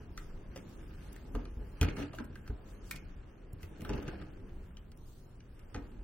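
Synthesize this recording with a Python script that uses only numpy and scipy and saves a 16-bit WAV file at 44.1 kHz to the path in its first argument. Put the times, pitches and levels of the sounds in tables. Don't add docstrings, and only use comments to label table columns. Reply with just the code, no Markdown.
import sys
import numpy as np
from scipy import signal
from scipy.io import wavfile
from scipy.ndimage import uniform_filter1d

SR = 44100
rng = np.random.default_rng(int(sys.argv[2]) if len(sys.argv) > 2 else 0)


def boost(x):
    u = np.asarray(x, float) / 20
    return 10 ** u


def unload_audio(sound):
    columns = np.transpose(np.atleast_2d(sound))
    steps = np.round(np.clip(columns, -1, 1) * 32767)
    wavfile.write(sys.argv[1], SR, steps.astype(np.int16))


N = 266220

# [f/Hz, width/Hz, level/dB]
GRIP = [(1240, 176, 3), (1653, 310, 2.5), (2183, 153, 0), (2360, 240, -2), (2830, 500, -2.5),
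        (3590, 350, -6), (4354, 360, -3.5), (5940, 570, -1.5), (8650, 1050, -11)]
# [f/Hz, likeness 0-1]
LIKENESS = [(30, 0.98), (125, .98), (300, 0.86), (600, 0.2), (1200, 0.4), (2500, 0.52), (5000, 0.2),
            (15000, 0)]


def level(x, db):
    return x * boost(db) / np.sqrt(np.mean(x ** 2))


def peak(x, db):
    return x * boost(db) / np.max(np.abs(x))


def on_log(hz, table):
    f_hz, value = np.transpose(table)
    return np.interp(np.log(hz), np.log(f_hz), value)


def curves(table):
    s, *columns = np.transpose(table)
    return (np.interp(np.arange(N) / SR, s, c) for c in columns)


def band(x, hz, width_hz):
    return signal.lfilter(*signal.iirpeak(min(hz, 0.45 * SR), hz / width_hz, fs=SR), x)


def cut(x, low_hz, high_hz):
    edges_hz = [low_hz, min(high_hz, 0.45 * SR)]
    return signal.sosfilt(signal.butter(2, edges_hz, "bandpass", fs=SR, output="sos"), x)


def body(force, modes):
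    return sum((-1) ** k * boost(db) * band(force, hz, width_hz)
               for k, (hz, width_hz, db) in enumerate(modes))


def alike(x, likeness):
    c = np.clip(likeness, -0.99, 0.99)
    return np.sqrt(1 + c) * x[0] + np.sqrt(1 - c) * x[1] * np.array([[1], [-1]])


def walk(rate_hz):
    hold = int(SR / rate_hz)
    steps = rng.standard_normal(N // 256)[np.arange(N) // hold]
    return 2.93 * uniform_filter1d(uniform_filter1d(steps, hold), hold)


def fade(t, t60_s):
    return np.exp(-np.log(1000) * t / max(t60_s, 0.003))


def swells(s, db, fade_s, rise):
    t = np.arange(0, N / SR, 0.001)[:, None]
    away_s = np.maximum(t - s, (s - t) / rise)
    each = boost(db - 20 * away_s / np.maximum(fade_s, 0.005))
    return np.interp(np.arange(N) / SR, t[:, 0], each.sum(axis=1))


def grains(rate_hz, spread_db):
    chance = rng.random((2, 2, N))
    jerks = chance[0] < rate_hz / SR
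    size = boost(-spread_db * np.log(1 - 0.98 * chance[1]))
    return jerks * size * rng.choice([-1, 1], (2, N))


def add(out, s, x):
    i = int(s * SR)
    x = x[..., :N - i]
    out[:, i:i + x.shape[-1]] += x


def door(force):
    # [f/Hz, width/Hz, level/dB]
    panel_modes = [(136, 29.7, -6.5), (199, 13.7, -1.5), (248, 15.7, -8), (304.6, 32.8, -3), (401, 50, -7),
                   (500, 44, -11), (590, 71, -14.5), (724, 36, -17), (842, 38, -15)]
    return sum((-1) ** k * boost(db) * alike(band(force, hz, width_hz), on_log(hz, LIKENESS))
               for k, (hz, width_hz, db) in enumerate(panel_modes))


def thuds():
    # [t/s, boom/dB, panel f/Hz, panel/dB, boom t60/s]
    blows = [(0.0, -47, 139, -55, 0.12), (0.56, -48, 190, -50, 0.085), (1.342, -26.5, 240, -39.5, 0.25),
             (1.567, -31, 250, -53, 0.14), (1.608, -34, 178, -53, 0.16), (1.81, -16.5, 202, -34.5, 0.08),
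             (1.824, -23, 255, -39, 0.07), (1.973, -44, 202, -45.5, 0.24), (2.01, -41, 283, -42.5, 0.042),
             (2.195, -62, 223, -42.5, 0.091), (2.298, -35.5, 202, -55.5, 0.08),
             (2.494, -27, 248, -47.5, 0.12), (2.939, -56, 176, -51, 0.04), (3.531, -34.5, 199, -65, 0.056),
             (3.63, -34.5, 214, -52.5, 0.086), (3.818, -36, 202, -45, 0.082),
             (3.894, -35, 199, -36.5, 0.21), (3.935, -44, 195, -41, 0.2), (3.978, -45, 270, -45, 0.085),
             (4.079, -52, 207, -54, 0.15), (5.748, -35, 184, -44, 0.062), (5.768, -37, 194, -49.5, 0.24),
             (1.842, -34, 193, -41, .25)]
    out, t = np.zeros((2, N)), np.arange(SR // 2) / SR
    for s, boom_db, panel_hz, panel_db, t60_s in blows:
        boom_hz = 66.6 * 0.72 ** np.log2(t60_s * 10)
        boom = np.sin(2 * np.pi * boom_hz * t) * fade(t, t60_s) * (1 - np.exp(-t / 0.0011))
        shake = uniform_filter1d(rng.standard_normal((2, len(t))), 20)
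        shake = shake * fade(t, 0.44 * t60_s) * (1 - np.exp(-t / 0.0043))
        panel = 2.2 * band(shake[0], panel_hz, 35) + door(shake)
        add(out, s + 0.003065, peak(boom, boom_db) + peak(panel, panel_db + 10))
    return out


def rubbing():
    # [t/s, effort/dB]
    hands = [(0, -67), (.5, -64.5), (.8, -65), (1.1, -60.5), (1.3, -67.5), (1.8, -64), (2.3, -66),
             (2.7, -65.5), (3.1, -64), (3.5, -69.5), (3.75, -61.5), (4.3, -72), (4.7, -68.5), (5.0, -77.5),
             (5.4, -73.5), (5.7, -70.5), (6.04, -72)]
    # [t/s, effort/dB, time to fade 20 dB/s]
    slips = [(1.834, -46, .12), (1.885, -48, .1), (1.972, -51, 0.08), (1.998, -49, 0.07),
             (2.023, -52, 0.07), (2.191, -55, 0.06), (2.329, -65, 0.02), (2.479, -57, -0.27),
             (2.96, -61.5, -0.16), (3.81, -58, 0.05), (3.852, -55.5, 0.04), (3.893, -50, .14),
             (3.939, -49, .14), (3.985, -61, 0.03), (4.03, -60, 0.02), (4.083, -51, .22), (4.16, -69, -0.1),
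             (4.221, -62.5, 0.17), (1.36, -58.5, 0.1), (1.139, -64.5, -0.03), (5.77, -68.5, 0.8)]
    effort_db = 20 * np.log10(boost(*curves(hands)) + swells(*np.transpose(slips), rise=0.29))
    over_db = effort_db + 65
    shake_db, rumble_db = -54 + 1.055 * over_db, -50.5 + 0.8 * over_db

    scrape = alike(cut(body(grains(900, 1.47), GRIP), 870, 3680), 0.38)
    scrape = level(scrape, 0) * boost(effort_db + 0.7 * walk(30) - 4)
    shake = level(door(grains(600, 1.04)), 0) * boost(shake_db + 0.6 * walk(17) - 8)
    rumble = level(alike(cut(grains(300, 2.0), 23.4, 99), 0.97), 0) * boost(rumble_db - 6)
    return scrape + shake + rumble


def cloth():
    # [t/s, swish/dB, time to fade 20 dB/s, brightness/dB]
    brushes = [(0.0, -73, 0.8, 6), (.19, -59.5, 0.21, -1.5), (.57, -69, 0.2, -3), (.69, -63, 0.33, 0),
               (1.07, -62, 0.87, 3.5), (1.13, -55, -0.06, 22), (1.36, -54, -0.08, 3), (1.74, -68, .5, 0),
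               (1.83, -50.5, 0.0328, 6), (1.9, -54.5, 0, -9), (1.979, -55, 0.11, 3), (2.15, -57.5, 0.08, 1),
               (2.37, -73, 0.15, 15), (2.49, -71.5, 0.26, -3), (2.69, -63.5, 0.25, 0),
               (2.88, -59.5, 0.28, -2), (2.919, -48, 0.0262, 7), (2.961, -55.5, 0.0247, -9),
               (3.532, -55, -0.1, 20), (3.628, -59.5, 0.11, 4), (3.84, -62, .5, 10.5),
               (4.07, -80, -0.1, -1.5), (4.93, -90, 0.86, -8), (5.082, -62, 0.5, 5), (5.61, -82, 0.5, 18),
               (5.75, -71.5, 0.8, -3)]
    rise, rest_db = 0.39, -86
    s, db, fade_s, bright_db = np.transpose(brushes)
    fibres = grains(6000, 3.2)
    dull = level(alike(cut(fibres, 2930, 9480), 0.053), -5)
    bright = level(alike(cut(fibres, 6700, 16050), 0.029), -7.5)
    dull_gain = boost(rest_db) + swells(s, db - bright_db / 2, fade_s, rise)
    bright_gain = boost(rest_db) + swells(s, db + bright_db / 2, fade_s, rise)
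    return dull * dull_gain + bright * bright_gain


def air():
    # [f/Hz, density/dB per Hz]
    spectrum = [(12, -30), (20, 6), (38, 4), (70, -6.5), (138, -10), (310, -17.5), (347, -17), (388, -20.5),
                (624, -30), (780, -28.5), (1090, -31), (1190, -53), (1480, -36), (3440, -55), (16000, -51)]
    # [t/s, level/dB]
    shelter = [(0, 1.5), (2.5, 1.5), (3.3, 0), (4.5, 4), (5.1, -0.5), (5.6, -0.5), (6.04, 2.5)]
    out, swell_db = 0, 0.4 * walk(0.7)
    for hz in 22 * 2 ** np.arange(0, 9.6, 0.5):
        noise = band(band(rng.standard_normal((2, N)), hz, hz / 2), hz, hz / 2)
        gain = boost(on_log(hz, spectrum) + swell_db + 1.25 * walk(8))
        out = out + gain * alike(noise, on_log(hz, LIKENESS))
    return level(out, -49.5) * boost(*curves(shelter))


def clicks():
    # [t/s, peak/dB, ring f/Hz, treble
    # crack/dB, ring over rattle/dB]
    contacts = [(0.176, -36, 1580, -52, -8), (0.56, -40.5, 570, -58, -1.5), (1.163, -48, 1670, -54, 9),
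                (1.351, -40, 1280, -54, 5.5), (1.829, -28, 1240, -46.5, -7), (1.994, -40.5, 592, -72, 3),
                (2.132, -44.5, 640, -66, 7.5), (2.186, -40, 1590, -61, 12.5), (2.199, -49, 960, -71, 14),
                (2.244, -53, 595, -59, 4), (2.356, -47.5, 1620, -67, 10), (2.464, -54, 1510, -84, 10),
                (2.501, -57, 1450, -86, 11), (3.893, -35.5, 870, -57, -1), (3.954, -62, 595, -59, -4),
                (3.979, -54, 700, -77.5, -14), (4.027, -47, 1380, -57, -1), (4.085, -44, 1510, -76, 11),
                (4.129, -52, 680, -88, 16), (4.215, -49, 1370, -72, -5), (5.745, -40, 806, -70, -7.5),
                (5.764, -51, 770, -72, 16), (1.352, -43, 520, -77, 10), (3.85, -44.5, 1280, -72, 10),
                (1.4537, -46.5, 2850, -88, -4), (1.8127, -24, 2520, -39, 2), (1.847, -41, 2460, -65, 12),
             (1.8863, -34, 2320, -75, 4), (1.9678, -41, 2470, -68, 0), (2.027, -43, 2610, -65, 11),
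             (2.148, -49, 2940, -72, 1), (2.4768, -52.5, 2180, -59, -20), (2.9112, -36.5, 1570, -36, 6),
             (2.9611, -45, 2360, -48, 8), (3.6306, -45.5, 2460, -54, 4.5), (3.808, -48.5, 2730, -56.5, 5),
             (3.8187, -47, 2150, -55, 2), (3.8489, -43, 2980, -53, -4), (3.934, -41.5, 2670, -62, 5.5),
             (4.08, -41.5, 2580, -59, 6.5), (4.77, -47.5, 3080, -77, 1), (4.918, -47, 4530, -59, 5.5),
             (4.9745, -73, 2410, -58.5, 3), (5.404, -54.5, 2750, -85, -2), (5.5933, -59.5, 1920, -66, -11),
             (5.7617, -46, 1980, -65, 7), (2.9122, -36, 2310, -45, 13.5), (5.7454, -44.5, 1960, -67, 0)]
    port_lag = 3
    out, t = np.zeros((2, N)), np.arange(SR // 4) / SR
    touch = 1 - np.exp(-t / 0.00019)
    for s, db, hz, crack_db, ring_db in contacts:
        t60_s = 0.059 * 0.68 ** np.log2(hz / 1000)
        force = rng.standard_normal((4, len(t))) * touch
        lump_db = 5 * rng.standard_normal(len(t) // 128 + 1)
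        lumps = boost(np.repeat(lump_db, 128)[:len(t)])

        spot = band(band(force[0] * fade(t, 0.62 * t60_s), hz, 4.9 * hz), hz, 0.14 * hz)
        push = fade(t, 0.3 * t60_s) + 0.35 * lumps * fade(t, 1.6 * t60_s)
        grip = cut(body(force[1] * push, GRIP), 500, 12000)
        ring = peak(spot, db - 1.5 + ring_db / 2) + peak(grip, db - 2.5 - ring_db / 2)

        crack = alike(cut(force[2:], 4200, 17000), 0.45)
        crack = crack * (fade(t, 0.006) + 0.13 * lumps * fade(t, 1.8 * t60_s))
        add(out, s - 0.0005, np.array([ring, np.roll(ring, port_lag)]) + peak(crack, crack_db + 9))
    return out


def room(x):
    # [f/Hz, t60/s]
    decay = [(100, 0.2), (500, 0.4), (2000, 0.3), (6000, 0.11), (14000, 0.04)]
    t = np.arange(SR // 2) / SR
    tail = 0
    for hz in 60 * 2.0 ** np.arange(9):
        noise = band(band(rng.standard_normal((2, len(t))), hz, hz), hz, hz)
        tail = tail + alike(noise, on_log(hz, LIKENESS)) * fade(t, on_log(hz, decay))
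    tail = tail * (1 - np.exp(-t / 0.001))
    tail = tail / np.sqrt(np.sum(tail ** 2) / 2)
    mono = x.mean(axis=0, keepdims=True)
    return boost(-7.5) * signal.fftconvolve(mono, tail, axes=1)[:, :N]


def scene():
    hits = thuds() + clicks()
    return hits + room(hits) + rubbing() + cloth() + air()


def mute_faint_bands(x):
    # [f/Hz, room a steady band has before it is muted/dB]
    gate = [(3300, 3), (5000, 0.5), (8000, -0.9), (12000, -6), (14500, -6.5), (15600, 3)]
    frame, top_hz = 512, 15850
    hz, _, z = signal.stft(x, SR, nperseg=2 * frame)
    edges = np.searchsorted(hz, np.linspace(3300, top_hz, 23))
    for low, high in zip(edges[:-1], edges[1:]):
        db = 10 * np.log10(np.mean(np.abs(z[:, low:high]) ** 2, axis=(0, 1)) + 1e-18)
        rise_db = db - uniform_filter1d(db, size=25) + 0.24 * (db - np.median(db))
        whim_db = 4 * np.resize(walk(35)[::frame], len(db))
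        over_db = rise_db + whim_db + on_log(hz[low], gate)
        z[:, low:high] *= 0.036 + 1 / (1 + np.exp(-np.clip(3 * over_db, -30, 30)))
    top = np.abs(z[:, edges[-1]:]).mean(axis=(0, 1))
    z[:, edges[-1]:] *= top ** 4 / (top ** 4 + boost(-85) ** 4)
    return signal.istft(z, SR)[1][:, :N]


def low_pass(x):
    return signal.sosfilt(signal.butter(12, 17000, fs=SR, output="sos"), x)


def record(dry):
    x = signal.sosfilt(signal.butter(1, 18, "highpass", fs=SR, output="sos"), dry)
    return low_pass(mute_faint_bands(x))


dry = scene()
out = record(dry)
unload_audio(out)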